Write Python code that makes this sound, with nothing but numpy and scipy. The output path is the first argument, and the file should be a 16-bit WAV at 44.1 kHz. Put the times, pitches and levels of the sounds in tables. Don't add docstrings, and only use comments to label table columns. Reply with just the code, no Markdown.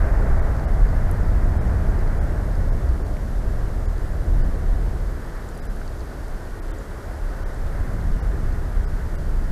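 import sys
import numpy as np
from scipy import signal
from scipy.fft import rfft, irfft, next_fast_len
from scipy.io import wavfile
from scipy.ndimage import uniform_filter1d

SR = 44100
rng = np.random.default_rng(int(sys.argv[2]) if len(sys.argv) > 2 else 0)


def store_pcm(level_fs):
    pcm = np.round(np.clip(level_fs, -1, 1) * 32767).astype(np.int16)
    wavfile.write(sys.argv[1], SR, np.atleast_2d(pcm).T)


def nominal_scale(level):
    x = np.asarray(level, float) / 20
    return 10 ** x


N = 419391


def noise(colour, lo_hz=0., hi_hz=22050.):
    size = next_fast_len(N)
    hz = np.arange(size // 2 + 1) * SR / size + 1e-3
    points = np.array(colour, float)
    gain = nominal_scale(np.interp(np.log(hz), np.log(points[:, 0]), points[:, 1], -90, -90))
    band = (hz >= lo_hz) * (hz < hi_hz)
    x = irfft(rfft(rng.standard_normal(size)) * gain * band, size)[:N]
    return x / np.sqrt(np.mean(x ** 2))


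def walk(rate):
    hold = int(SR / rate)
    steps = rng.standard_normal(1000)[:N // hold + 1]
    held = np.repeat(steps, hold)
    return 1.3 * uniform_filter1d(uniform_filter1d(held, hold), hold)[:N]


def curves(table):
    s, *columns = np.transpose(table)
    return [np.interp(np.arange(N) / SR, s, column) for column in columns]


def swells(table):
    t = np.arange(0, N / SR + .01, .002)
    db = sum(db * np.exp(-4 * np.log(2) * ((t - s) / length) ** 2) for s, db, length in table)
    return 0.9 * np.interp(np.arange(N) / SR, t, db)


def buffet():
    # t/s, level/dB, lean to large eddies/dB
    gust = [(0, -21, 4.5), (0.9, -23.5, 10), (1.4, -20.5, -3.7), (1.9, -23, 4.5), (2.3, -24.5, 4.2),
            (2.85, -26.5, 4.5), (3.15, -27.5, 1), (4.0, -29, 7.5), (4.45, -25.5, 7), (5.0, -28.8, 5.5),
            (5.35, -36, 7), (6.1, -35.5, 4), (7.0, -36.5, 4), (7.5, -34, 7), (7.9, -26, 4.5),
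            (8.6, -28.5, 5.5), (9.0, -29, 4.2), (9.51, -27.5, 7)]
    # lower f/Hz, upper f/Hz
    eddy_bands = [(10, 45), (45, 90), (90, 420)]
    # f/Hz, level/dB per Hz
    eddy_colour = [(6, -18), (12, -13.5), (20, -5.5), (30, 1), (42, -4.5), (80, -10.5), (220, -26),
                   (420, -45.5)]
    # t/s, level/dB, length/s
    large_swells = [(0.62, -14, 0.17), (0.81, 0.5, 0.14), (0.97, -6, 0.08), (1.39, 5.5, 0.21),
                    (1.64, 0, 0.22), (2.4, -3, 0.13), (2.68, 2.5, 0.13), (2.84, -16, 0.051),
                    (3.41, 5, 0.15), (3.94, -0.5, 0.15), (4.1, -3, 0.04), (4.25, -13, 0.07),
                    (4.36, 5, 0.11), (4.6, -10, 0.092), (4.69, 8.5, 0.055), (5.47, -4, 0.13),
                    (5.73, 4.5, 0.14), (6.17, -6.5, 0.2), (6.28, 10.5, 0.083), (6.54, 5, 0.11),
                    (6.71, 7, 0.088), (7.0, -7, 0.14), (7.07, 7, 0.054), (7.27, 9, 0.054), (7.67, 7, 0.059),
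                    (8.01, -6, 0.12), (8.11, 11, 0.058), (8.2, -10, 0.067), (8.71, -1, 0.055),
                    (8.78, 9.5, 0.037)]
    middle_swells = [(0.4, 5.5, 0.04), (1.72, 6, 0.047), (2.25, 3.7, 0.082), (2.43, 2, 0.11),
                     (2.82, -7, 0.08), (2.88, 11.5, 0.12), (3.28, -2, 0.071), (3.37, -4.4, 0.077),
                     (3.48, 3.5, 0.08), (3.69, -2.5, 0.24), (3.78, 5, 0.045), (3.89, 4, 0.099),
                     (4.32, 3, 0.14), (4.54, 0, 0.11), (4.77, 3, 0.13), (5.33, -5, 0.18), (5.46, 6, 0.13),
                     (5.58, -3, 0.091), (5.64, 6, 0.059), (5.98, 3, 0.15), (6.47, -4, 0.22),
                     (6.71, 2, 0.054), (7.17, 4.5, 0.13), (7.43, 4.0, 0.061), (7.8, 4.5, 0.11),
                     (7.91, -10, 0.074), (8.37, 3.5, 0.06), (8.51, 3, 0.1), (8.8, 9.5, 0.048),
                     (9.3, 9.5, 0.041)]
    small_swells = [(.6, -1, .2), (.9, 4, .2), (1.3, 1, 0.14), (1.75, 2, 0.42), (2.7, 3.5, 0.24),
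                    (3.0, -1, 0.16), (3.55, 1.5, 0.44), (4.0, -1, 0.1), (4.38, 4.5, 0.15), (4.55, -3, .1),
                    (4.85, 2, .1), (5.72, 2.5, .2), (6.0, -2, .15), (6.55, -2.5, .12), (8.05, 2, 0.26),
                    (8.5, 3.5, 0.15), (9.15, 0.5, 0.11), (9.4, -0.5, 0.17)]
    wind_db, lean_db = curves(gust)
    mean_db = wind_db.mean()
    large_db = wind_db + lean_db + swells(large_swells)
    middle_db = wind_db + swells(middle_swells)
    small_db = mean_db - 6 + 0.88 * (wind_db - mean_db) + swells(small_swells)
    steady_s, steadiness = (.12, .09, .07), 0.56
    out = 0
    for (lo, hi), db, span in zip(eddy_bands, (large_db, middle_db, small_db), steady_s):
        x = noise(eddy_colour, lo, hi)
        size = int(span * SR)
        power = uniform_filter1d(uniform_filter1d(x ** 2, size), size)
        x = x / power ** (steadiness / 2)
        out = out + nominal_scale(db) * x / np.sqrt(np.mean(x ** 2))
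    return out


def crowns():
    # t/s, level/dB, lean to needles/dB
    gale = [(0, -36, -2.5), (0.4, -37, -2.5), (1.0, -39, -3.5), (1.9, -39.5, -2), (2.5, -40.5, -3.5),
            (3.1, -43.5, -3.5), (3.9, -44, -3), (4.5, -42.5, -3.3), (5.3, -45.5, -1.1), (6.1, -46.5, -1.5),
            (7.0, -46.5, 0), (7.5, -46, 0.1), (8.2, -43, -1.5), (8.9, -46.5, 0), (9.51, -45, -1.9)]
    # f/Hz, level/dB per Hz
    limb_colour = [(150, -5), (220, -2.5), (300, 0.5), (420, 0), (520, -5), (700, -14)]
    branch_colour = [(380, -14), (520, -1.5), (640, 0), (750, -3), (950, -9), (1200, -15.5)]
    needle_colour = [(800, -3), (1000, -1), (1200, 0), (1500, 1), (1870, -3), (2150, -9.5), (2400, -16.5),
                     (3200, -31)]
    whistle_colour = [(1380, -20), (1470, 2), (1540, -2), (1640, -20)]
    gale_db, lean_db = curves(gale)
    calm_db, flicker_db = -43, 0.6
    limb_db = calm_db + 3 + 0.61 * (gale_db - calm_db)
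    limbs = nominal_scale(limb_db + flicker_db * walk(5.6)) * noise(limb_colour)
    branches = nominal_scale(gale_db + 0.32 + flicker_db * walk(6)) * noise(branch_colour)
    needles = nominal_scale(gale_db + lean_db + 0.54 + flicker_db * walk(8.8)) * noise(needle_colour)
    whistle_db = gale_db - 13 + 8.4 * lean_db + 3.0 * walk(3.7)
    whistle = nominal_scale(whistle_db) * noise(whistle_colour)
    return limbs + branches + needles + whistle


def ring(hz, t60, upper_db=-17.0):
    t = np.arange(400) / SR
    modes = np.sin(2 * np.pi * hz * t) + nominal_scale(upper_db) * np.sin(2 * np.pi * 1.4 * hz * t)
    x = (t / t60) ** 1.5 * np.exp(-np.log(1000) * t / t60) * modes
    return x / np.abs(x).max()


def pellets():
    # t/s, peak level/dB, ring f/Hz
    lid_ticks = [(0.5646, -45, 4630), (0.5955, -44, 4410), (0.8884, -45, 4800), (1.9465, -47, 4240),
                 (1.9899, -44, 4860), (2.0757, -44, 4610), (2.5531, -44, 4800), (2.8888, -42, 4600),
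                 (3.0674, -45, 4480), (3.1383, -46, 4980), (3.9789, -44, 4740), (5.5543, -46, 4960),
                 (5.877, -38, 4600), (5.9519, -55, 4630), (5.9933, -46, 4760), (6.0057, -42, 4510),
                 (8.0112, -47, 4320), (8.117, -45, 4610), (8.524, -45, 4510)]
    rim_ticks = [(2.2378, -47, 7570), (5.4879, -41, 7250), (6.7077, -46, 7730), (6.7855, -41, 7150),
                 (7.5438, -48, 7840), (8.0726, -47, 6370)]
    mesh_ticks = [(1.1124, -28, 10900), (5.5484, -41, 8750), (5.5757, -33, 9780), (5.654, -36, 8990),
                  (5.7613, -40, 10900), (5.8174, -48, 8770), (6.2811, -39, 8490), (7.9324, -41, 8840),
                  (9.1526, -39, 10100)]
    twig_ticks = [
        (3.166, -40, 2160),
        (5.814, -33.5, 1470),
    ]
    out = np.zeros(N + 400)
    # impacts, decay time t60/s, upper mode/dB
    parts = ((lid_ticks, .0028, -8), (rim_ticks, .002, -30),
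             (mesh_ticks, .00045, -3), (twig_ticks, .005, -12))
    for table, t60, upper_db in parts:
        for s, db, hz in table:
            start = int((s + .001) * SR)
            out[start:start + 400] += nominal_scale(db + 3) * ring(hz, t60, upper_db)
    when, size = rng.random(900), rng.exponential(size=900)
    grains = np.zeros(N)
    grains[(when * N).astype(int)] = nominal_scale(-59 + 2.4 * np.minimum(size, 4))
    flurries = nominal_scale(np.minimum(3.0 * walk(3), 3))
    ticks = out[:N] + signal.fftconvolve(grains * flurries, ring(4770, 0.0019))[:N]
    return signal.sosfilt(signal.butter(8, 13800., fs=SR, output="sos"), ticks)


def scene():
    fade_in = np.minimum(np.arange(N) / SR / .004, 1)
    return ((buffet() + crowns() + pellets()) * fade_in)[None]


def preamplifier_hiss():
    # f/Hz, level/dB per Hz
    hiss_colour = [(1590, -7), (2700, -2), (4650, -2), (6560, -4), (12400, -7.5), (13600, -8.5),
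                   (14350, -18), (15150, -31)]
    return nominal_scale(-54.5) * noise(hiss_colour)


def treble_dropouts(x):
    # t/s, depth level/dB, lower edge f/Hz, two spared lines f/Hz
    dropouts = [(.409, -33, 2700, 3665, 5980), (.667, -20, 2300, 2866, 4520),
                (1.596, -18, 2600, 3200, 3850), (2.198, -24, 2600, 3320, 5100),
                (2.711, -19, 2450, 6750, 11770), (3.037, -19, 2900, 4550, 5460),
                (3.870, -25, 2400, 4600, 6950), (4.429, -19, 2300, 2950, 4330),
                (5.612, -20, 2600, 3910, 5040), (5.682, -20, 2400, 4000, 5840),
                (6.609, -32, 2500, 12700, 13970), (6.724, -38, 3700, 3110, 3610),
                (7.445, -33, 2400, 3170, 5840), (8.214, -18, 2300, 2840, 4490),
                (8.864, -20, 2300, 5210, 8020), (9.168, -24, 2300, 2810, 4770)]
    out, half = x.copy(), 2048
    t, hz = np.arange(-half, half) / SR, np.arange(half + 1) * SR / (2 * half)
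    sudden = np.minimum((t + .0075) / .001, (.018 - t) / .015)
    bell = (.019 - np.abs(t)) / .018
    stray_hz = 4800 * 2.5 ** rng.random((len(dropouts), 3)) ** 2
    for (s, db, lo, *spared), stray in zip(dropouts, stray_hz):
        gate = np.sin(np.pi / 2 * np.clip(sudden if db < -22 else bell, 0, 1)) ** 2
        at = slice(int(s * SR) - half, int(s * SR) + half)
        lost = (1 - nominal_scale(db)) * irfft(rfft(x[at]) * ((hz > lo) & (hz < 13700)))
        kept = spared if db < -30 else [*spared, *stray]
        lines = sum((4000 / line) ** .45 * np.sin(2 * np.pi * line * t + line) for line in kept)
        out[at] += np.sqrt(gate) * nominal_scale(-61.0) * lines - gate * lost
    return out


def band_limit(x):
    return signal.sosfilt(signal.butter(12, 15160, fs=SR, output="sos"), x)


def record(dry):
    x = signal.sosfilt(signal.butter(2, 11., "high", fs=SR, output="sos"), dry[0])
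    x = 0.6 * np.tanh(x / 0.58) + preamplifier_hiss() - .0015
    return band_limit(treble_dropouts(x)[None])


dry = scene()
out = record(dry)
store_pcm(out)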